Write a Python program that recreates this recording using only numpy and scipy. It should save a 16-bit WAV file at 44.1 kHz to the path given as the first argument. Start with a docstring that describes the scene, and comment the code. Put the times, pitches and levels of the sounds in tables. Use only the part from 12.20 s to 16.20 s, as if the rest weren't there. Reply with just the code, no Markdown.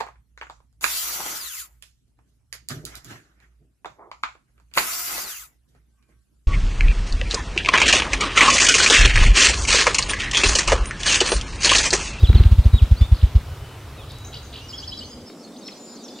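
"""In a woodland, a grouse drums on a log in front of a stereo microphone: its strokes slow and stop.
Each stroke is a deep pressure pulse with a swish of shaped noise; the loudest thumps clip at full scale.
Small songbirds whistle, buzz and chip as gliding tones, with scattered tree echoes around them.
Behind lie a low rumble that cuts off, a hiss, a soft hush and a far chorus, all coloured noise.
"""
import sys
import numpy as np
from scipy import signal
from scipy.fft import rfft, irfft
from scipy.io import wavfile
from scipy.ndimage import uniform_filter1d

SR = 44100
rng = np.random.default_rng(int(sys.argv[2]) if len(sys.argv) > 2 else 0)


def output_pcm(signal):
    """Save a mono or channel-first signal as 16-bit PCM at the path in sys.argv[1].

    Samples are clipped to [-1, 1] before scaling.
    """
    pcm = np.clip(np.atleast_2d(signal).T, -1, 1) * 32767
    wavfile.write(sys.argv[1], SR, np.round(pcm).astype(np.int16))


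N = 176400  # samples, 4 s


def amp(db):
    """Decibels to gain."""
    return 10 ** (np.asarray(db) / 20)


def unit(x):
    """Scales to rms 1."""
    return x / np.sqrt(np.mean(x ** 2) + 1e-20)


def read(points, hz):
    """Reads a spectrum table on a log-frequency axis."""
    f, value = np.transpose(points)
    return np.interp(np.log(hz + 1), np.log(f), value)


def add(mix, start_s, sound):
    """Mixes a sound in at a time, trimmed to the ends of the scene."""
    at = round(start_s * SR)
    sound = sound[max(-at, 0):]
    part = mix[max(at, 0):][:len(sound)]
    part += sound[:len(part)]


def progress(length_s):
    """Runs from 0 to 1 over a call."""
    return np.linspace(0, 1, int(length_s * SR), endpoint=False)


def wander(like, size):
    """Smooth random drift, as long as a call; size is the smoothing in samples."""
    return unit(uniform_filter1d(rng.standard_normal(SR), size=size))[:len(like)]


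def band(x, centre_hz, octaves):
    """A broad resonance, bell-shaped on an octave axis, at rms 1."""
    hz = np.fft.rfftfreq(len(x), 1 / SR)
    distance = np.log2((hz + 1) / centre_hz) / octaves
    return unit(irfft(rfft(x) * np.exp(-.5 * distance ** 2), len(x)))


def trees(x, t60_s, spread):
    """Scattered echoes from trunks, dying by 60 dB in t60_s and partly different on each side."""
    t = np.arange(SR) / SR
    sparse = rng.standard_normal((3, SR)) * (rng.random((3, SR)) < .05)
    taps = sparse * amp(-60 * t / t60_s) * np.minimum(t / 0.012, 1)
    tail = taps[0] + spread * taps[1:]
    return signal.fftconvolve(x[None], tail / np.linalg.norm(tail[0]), axes=1)[:, :N]


# How alike left and right are at the microphone: (frequency [Hz], likeness [0-1])
SIDE_LIKENESS = [(100, 1), (1200, 0.96), (2500, 0.98), (5000, 0.67), (15000, .75)]


def noise(spectrum, patchy_db):
    """Stereo noise of a given colour at rms 1, with patches drifting in time and frequency."""
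    frames, hz = N // 512 + 5, np.fft.rfftfreq(2048, 1 / SR)
    a, b, c, d, patches = rng.standard_normal((frames, len(hz), 5)).T
    patches = unit(uniform_filter1d(uniform_filter1d(patches, 20, 0), 5, 1))
    same = np.clip(read(SIDE_LIKENESS, hz), 0, 1)[:, None]
    left = a + 1j * b
    right = same * left + np.sqrt(1 - same ** 2) * (c + 1j * d)
    colour = amp(read(spectrum, hz)[:, None] + patchy_db * patches)
    return unit(signal.istft(np.array([left, right]) * colour, nperseg=2048, noverlap=1536)[1][:, :N])


# Background colours: (frequency [Hz], relative density [dB per Hz]); the chorus is many far birds blurred
RUMBLE_COLOUR = [(20, -26), (45, -12.5), (70, 1.5), (100, -1.5), (135, -4.5), (180, -38), (300, -50.5)]
HISS_COLOUR = [(100, -7), (200, 2), (420, 2.5), (800, -1.5), (1350, -2), (1700, -7), (3500, -10),
               (6000, -16), (9000, -19.5), (15500, -24.5)]
HUSH_COLOUR = [(75, -62), (110, -25), (170, -9), (245, 2.5), (330, -6), (550, -9), (1200, -23), (1900, -37),
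               (4000, -58), (7500, -29), (15500, -48.5)]
CHORUS_COLOUR = [(1500, -25), (2600, -19.5), (3500, 2), (5000, 5.5), (7500, -6.5), (10000, -38)]
# Background levels through the scene: (time [s], level [dB])
RUMBLE_COURSE = [(0, -32.5), (1.15, -38.5), (1.33, -32), (1.5, -38.5), (2.2, -39.5), (3.05, -46.5),
                 (3.075, -85)]
HISS_COURSE = [(0, -42), (.45, -42), (1.8, -44), (2.4, -45.5), (2.8, -49.5), (3.1, -52.5)]
HUSH_COURSE = [(0, -47.5), (1.6, -66.5), (2.3, -52.5), (2.9, -42.5), (3.3, -42.5), (4, -42.5)]
CHORUS_COURSE = [(0, -51.5), (1.6, -71), (2.3, -57.5), (2.5, -47.5), (2.8, -48), (3, -54.5), (4, -47.5)]


def woodland():
    """Low rumble and hiss give way to a softer hush and a far chorus, each noise following its level."""
    def level(points):
        return amp(np.interp(np.arange(N) / SR, *np.transpose(points)))
    rumble = level(RUMBLE_COURSE) * noise(RUMBLE_COLOUR, patchy_db=-1.0)
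    hiss = level(HISS_COURSE) * noise(HISS_COLOUR, patchy_db=1.34)
    hush = level(HUSH_COURSE) * noise(HUSH_COLOUR, patchy_db=1.0)
    chorus = level(CHORUS_COURSE) * noise(CHORUS_COLOUR, patchy_db=7.5)
    return rumble + hiss + hush + chorus


OVERTONE_DB, WAVER = -27.5, 0.007  # second harmonic; rms share of the pitch
NEAR_DB, FLUTTER_PER_DB = -30.5, .13  # calls below this level flutter, the more the fainter


def syrinx(hz, db, rasp=0):
    """A nearly pure tone on a pitch curve: waver unsteadies it, rasp jitters it, faint calls flutter."""
    unsteady_hz = hz * (1 + WAVER * wander(hz, size=90) + rasp * wander(hz, size=14))
    phase = 2 * np.pi * np.cumsum(unsteady_hz) / SR
    flutter_db = FLUTTER_PER_DB * max(NEAR_DB - db, 0) * wander(hz, size=600)
    return amp(db + flutter_db) * (np.sin(phase) + amp(OVERTONE_DB) * np.sin(2 * phase))


# Thin far whistles: (start [s], length [s], pitch [Hz], level [dB])
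FAR_WHISTLES = [(1.139, 0.58, 3008, -54), (1.782, 0.56, 3896, -49.5), (2.7, 0.09, 3950, -40.5),
                (3.056, 0.049, 5240, -42.5), (3.441, 0.072, 5350, -40.5), (3.554, 0.22, 7080, -44.5),
                (3.82, .15, 3530, -55)]


def far_whistles():
    """Level notes of one pitch that swell and fade."""
    out = np.zeros(N)
    for start_s, length_s, hz, db in FAR_WHISTLES:
        u = progress(length_s)
        add(out, start_s, np.sin(np.pi * u) * syrinx(np.full(len(u), hz), db))
    return out


# Buzzes: (start [s], length [s], start pitch [Hz], end pitch [Hz], sweep depth [share of pitch],
# level [dB] before unevenness)
BUZZ_CALLS = [(0.938, 0.16, 4510, 3036, 0.46, -41.5), (1.879, 0.11, 4070, 3880, 0.61, -42.5),
              (2.128, 0.063, 3880, 4110, 0.69, -37), (2.327, 0.09, 3850, 3760, 0.71, -38),
              (2.046, 0.056, 6400, 6640, 0.186, -45), (2.229, 0.051, 6420, 6550, 0.2, -44.5)]
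BUZZ_PER_S, BUZZ_RASP, BUZZ_UNEVEN = 88, 0.043, .21  # middle sweep rate; pitch jitter; rms drift


def buzzes():
    """Fast trains of upward sweeps, uneven in pace, pitch and force."""
    out = np.zeros(N)
    for start_s, length_s, first, last, depth, db in BUZZ_CALLS:
        u = progress(length_s)
        pace, lift, push = (BUZZ_UNEVEN * wander(u, size=400) for _ in range(3))
        sweep = np.cumsum(BUZZ_PER_S * np.exp(pace)) / SR % 1
        hz = (first + (last - first) * u) * (1 + depth * (sweep - .5 + .5 * lift))
        swell = np.exp(2 * push) * np.sqrt(np.sin(np.pi * u ** .5) * np.sin(np.pi * sweep))
        add(out, start_s, swell * syrinx(hz, db, BUZZ_RASP))
    return out


# Chips: (start [s], start pitch [Hz], pitch approached [Hz], level [dB] before the swell)
CHIP_CALLS = [(3.477, 7070, 1990, -33), (3.88, 5540, 3810, -39.5), (3.985, 6180, 1835, -37.5)]
CHIP_S, CHIP_FALL_S, CHIP_RASP = 0.029, 0.0048, 0.19  # length; time constant of the fall; pitch jitter


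def chips():
    """Short raspy calls whose pitch drops fast at first, then settles."""
    out = np.zeros(N)
    for start_s, first, last, db in CHIP_CALLS:
        u = progress(CHIP_S)
        hz = last + (first - last) * np.exp(-u * CHIP_S / CHIP_FALL_S)
        add(out, start_s, np.sin(np.pi * u ** .5) * (1 - u) * syrinx(hz, db, CHIP_RASP))
    return out


# Whistled notes: (start [s], length [s], start pitch [Hz], middle pitch [Hz], end pitch [Hz],
# level [dB] relative to NOTE_DB)
WHISTLED_NOTES = [(0, 0.028, 3640, 3820, 3920, -37), (0.038, 0.03, 3580, 3395, 2580, -27),
                  (0.062, 0.023, 3050, 4030, 3850, -31.5), (0.077, 0.025, 3934, 3860, 3850, -28.5),
                  (0.143, 0.028, 4050, 3610, 2600, -28), (0.165, 0.037, 4700, 4180, 4050, -31.5),
                  (0.435, 0.017, 3160, 4150, 5100, -39), (0.521, 0.073, 3730, 3825, 3530, -33),
                  (0.57, 0.032, 3760, 3450, 2480, -29.5), (0.59, 0.037, 2805, 2484, 2320, -42.5),
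                  (0.76, 0.054, 3760, 4570, 4900, -38.5), (0.803, 0.06, 3544, 3500, 3820, -33),
                  (1.771, 0.08, 3850, 3490, 2870, -45), (1.76, 0.066, 2910, 2560, 2440, -47),
                  (2.371, 0.14, 2600, 2850, 3030, -45.5), (2.484, 0.021, 5840, 5240, 4070, -35.5),
                  (2.5, 0.019, 5270, 4880, 3960, -33.5), (2.525, 0.037, 2770, 3264, 3360, -30),
                  (2.576, 0.021, 5490, 5020, 3780, -30.5), (2.596, 0.017, 5470, 4940, 4130, -33),
                  (2.623, 0.028, 2746, 3200, 3600, -32.5), (2.674, 0.015, 5380, 4860, 4000, -27.5),
                  (2.689, 0.017, 5350, 5110, 4480, -30), (2.716, 0.0286, 2890, 3240, 3570, -29),
                  (2.774, 0.0094, 5240, 5000, 4200, -30.5), (2.787, 0.015, 5500, 4800, 4200, -28.5),
                  (2.805, 0.037, 2880, 3020, 3340, -34), (2.824, .07, 6070, 6120, 5930, -46.5),
                  (2.87, 0.069, 5970, 6600, 6950, -48), (2.898, 0.057, 5190, 4980, 4900, -41),
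                  (3.36, .018, 2700, 4180, 5500, -45), (3.379, 0.03, 6000, 6420, 7060, -45.5),
                  (3.464, 0.016, 3400, 4690, 5800, -41), (3.407, .032, 5200, 4520, 4300, -46),
                  (3.511, 0.03, 4400, 4120, 3000, -45), (3.747, 0.034, 7100, 6000, 5100, -44.5),
                  (3.828, 0.045, 7600, 5900, 5000, -41.5)]
NOTE_DB, NOTE_SHAPE = -1, 0.87  # shape: exponent on the swell


def whistled_notes():
    """Short whistles on a curved glide through three pitches."""
    out = np.zeros(N)
    for start_s, length_s, first, middle, last, db in WHISTLED_NOTES:
        u = progress(length_s)
        bend = 2 * (2 * middle - first - last) * u * (1 - u)
        hz = first + (last - first) * u + bend
        add(out, start_s, np.sin(np.pi * u) ** NOTE_SHAPE * syrinx(hz, NOTE_DB + db))
    return out


BIRD_WET_DB, BIRD_T60_S, BIRD_SPREAD = -6.5, 0.88, 3.6
BIRD_LAG_S = .00003  # the right side hears the birds later
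BUZZ_WET_DB = -8  # extra echo: the buzzing birds are farther off


def songbirds():
    """All the small birds, heard from one side by a tiny delay, with echoes from the trees."""
    buzz = buzzes()
    direct = far_whistles() + buzz + chips() + whistled_notes()
    delay = np.exp(-2j * np.pi * np.fft.rfftfreq(N, 1 / SR) * BIRD_LAG_S)
    later = irfft(rfft(direct) * delay, N)
    echoes = amp(BIRD_WET_DB) * trees(direct, BIRD_T60_S, BIRD_SPREAD)
    far_echoes = amp(BUZZ_WET_DB) * trees(buzz, t60_s=0.18, spread=.6)
    return np.array([direct, later]) + echoes + far_echoes


# Feather and twig snaps: (time [s], level before decay [dB], centre [Hz], decay time constant [s])
SNAP_EVENTS = [(.073, -30, 2500, 0.0014), (0.1303, -23, 2200, 0.0019), (0.182, -31.5, 1980, 0.003),
               (0.2366, -21, 2340, 0.0014), (1.918, -43, 6460, 0.0022), (1.986, -42, 6500, 0.0018),
               (3.1, -40.5, 1510, 0.0018), (3.275, -43.5, 1570, .002)]


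def snaps():
    """Tiny dry cracks, each a noise burst in a broad resonance, with a little echo."""
    out, t = np.zeros(N), np.arange(2048) / SR
    for start_s, db, centre_hz, decay_s in SNAP_EVENTS:
        burst = band(rng.standard_normal(len(t)), centre_hz, octaves=0.56)
        add(out, start_s, amp(db) * burst * np.exp(-t / decay_s))
    return out + amp(-13) * trees(out, t60_s=0.6, spread=0.16)


RUSTLE_AT_S, RUSTLE_WIDTH_S = 0.19, 0.064  # centre and spread of the bell-shaped swell
RUSTLE_DB, RUSTLE_PER_S, RUSTLE_HZ = -40, 5000, 1170  # level before the swell; grain rate; centre
CHURN_DB, CHURN_HZ = -28.5, 165  # air left swirling between the fastest strokes


def rustle():
    """Dense, soft grains of brushing feathers and low churned air swell once in the fastest strokes."""
    grains = rng.standard_normal(N) * (rng.random(N) < RUSTLE_PER_S / SR)
    feathers = amp(RUSTLE_DB) * band(grains, RUSTLE_HZ, octaves=1)
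    churn = amp(CHURN_DB) * band(rng.standard_normal(N), CHURN_HZ, octaves=0.57)
    swell = np.exp(-.5 * ((np.arange(N) / SR - RUSTLE_AT_S) / RUSTLE_WIDTH_S) ** 2)
    return (feathers + churn) * swell


# Wing strokes: (time of pressure peak [s], thump strength [dB], swish level [dB] relative to SWISH_DB)
STROKES = [(.0382, 2.5, 8), (0.1009, 3.3, 4), (0.1571, 4.5, 7.5), (0.2075, 3, 4.5), (0.2637, 0.2, 5),
           (0.3247, 0.1, 7), (0.392, 0, 5), (0.4646, 0.5, 5.5), (0.544, 1.54, 5), (0.6288, -0.7, 6.5),
           (.722, 0.7, 5), (0.8204, -1, 8), (0.9275, 0.2, 4.5), (1.0405, -0.6, 6), (1.1623, -1, 5)]
# Colour of the feather swish: (frequency [Hz], relative density [dB per Hz])
SWISH_COLOUR = [(120, -43.5), (220, -34.5), (330, -55.5), (550, -55.5), (1500, -65.5), (3500, -59.5),
                (6000, -72.5), (15000, -84)]
THUMP_HZ, THUMP_SAG_PER_S = 73.2, 28  # pitch at the peak; rate at which it falls
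SWELL_S, EBB_S = 0.0057, 0.009  # bell widths before and after the peak
THUMP_DB = -0.6  # strength of a stroke with a plain, unsharpened pulse
SWISH_DB, SWISH_LEAD_S, SWISH_RISE_S, SWISH_FADE_S = -33, 0.012, 0.0042, 0.025
ECHO_DB, ECHO_T60_S = -20, 0.31  # the thumps come back from the wood


def wings():
    """Each stroke is suction, a pressure peak and suction again; feathers hiss from just before the peak."""
    thumps, rush = np.zeros(N), np.zeros(N)
    half_s = .05
    t = np.arange(-half_s, half_s, 1 / SR)
    turns = THUMP_HZ * (1 - np.exp(-THUMP_SAG_PER_S * t)) / THUMP_SAG_PER_S
    bell = np.exp(-.5 * (t / np.where(t < 0, SWELL_S, EBB_S)) ** 2)
    pulse = np.cos(2 * np.pi * turns) * bell
    # a harder stroke sharpens the peak and draws as much air back
    crest = np.maximum(pulse, 0) ** 2
    refill = np.exp(-.5 * (t / SWELL_S) ** 2)
    crest = crest - refill * crest.sum() / refill.sum()
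    u = np.arange(SR // 8) / SR
    puff = np.minimum(u / SWISH_RISE_S, 1) * np.exp(-u / SWISH_FADE_S)
    for peak_s, db, swish_db in STROKES:
        add(thumps, peak_s - half_s, amp(THUMP_DB) * pulse + (amp(db) - amp(THUMP_DB)) * crest)
        add(rush, peak_s - SWISH_LEAD_S, amp(SWISH_DB + swish_db) * puff)
    echoes = amp(ECHO_DB) * trees(thumps, ECHO_T60_S, spread=0.12)
    return thumps + echoes + rush * noise(SWISH_COLOUR, patchy_db=1.5)


def scene():
    """The wood around, the grouse in front."""
    return woodland() + songbirds() + snaps() + rustle() + wings()


def record(dry):
    """The thump peaks clip at full scale; then a steep low-pass limits the band."""
    clipped = np.clip(dry, -1, 1)
    lowpass = signal.firwin(511, 15850, window=("kaiser", 9), fs=SR)  # cutoff in Hz
    return signal.oaconvolve(clipped, lowpass[None], "same")


dry = scene()
out = record(dry)
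output_pcm(out)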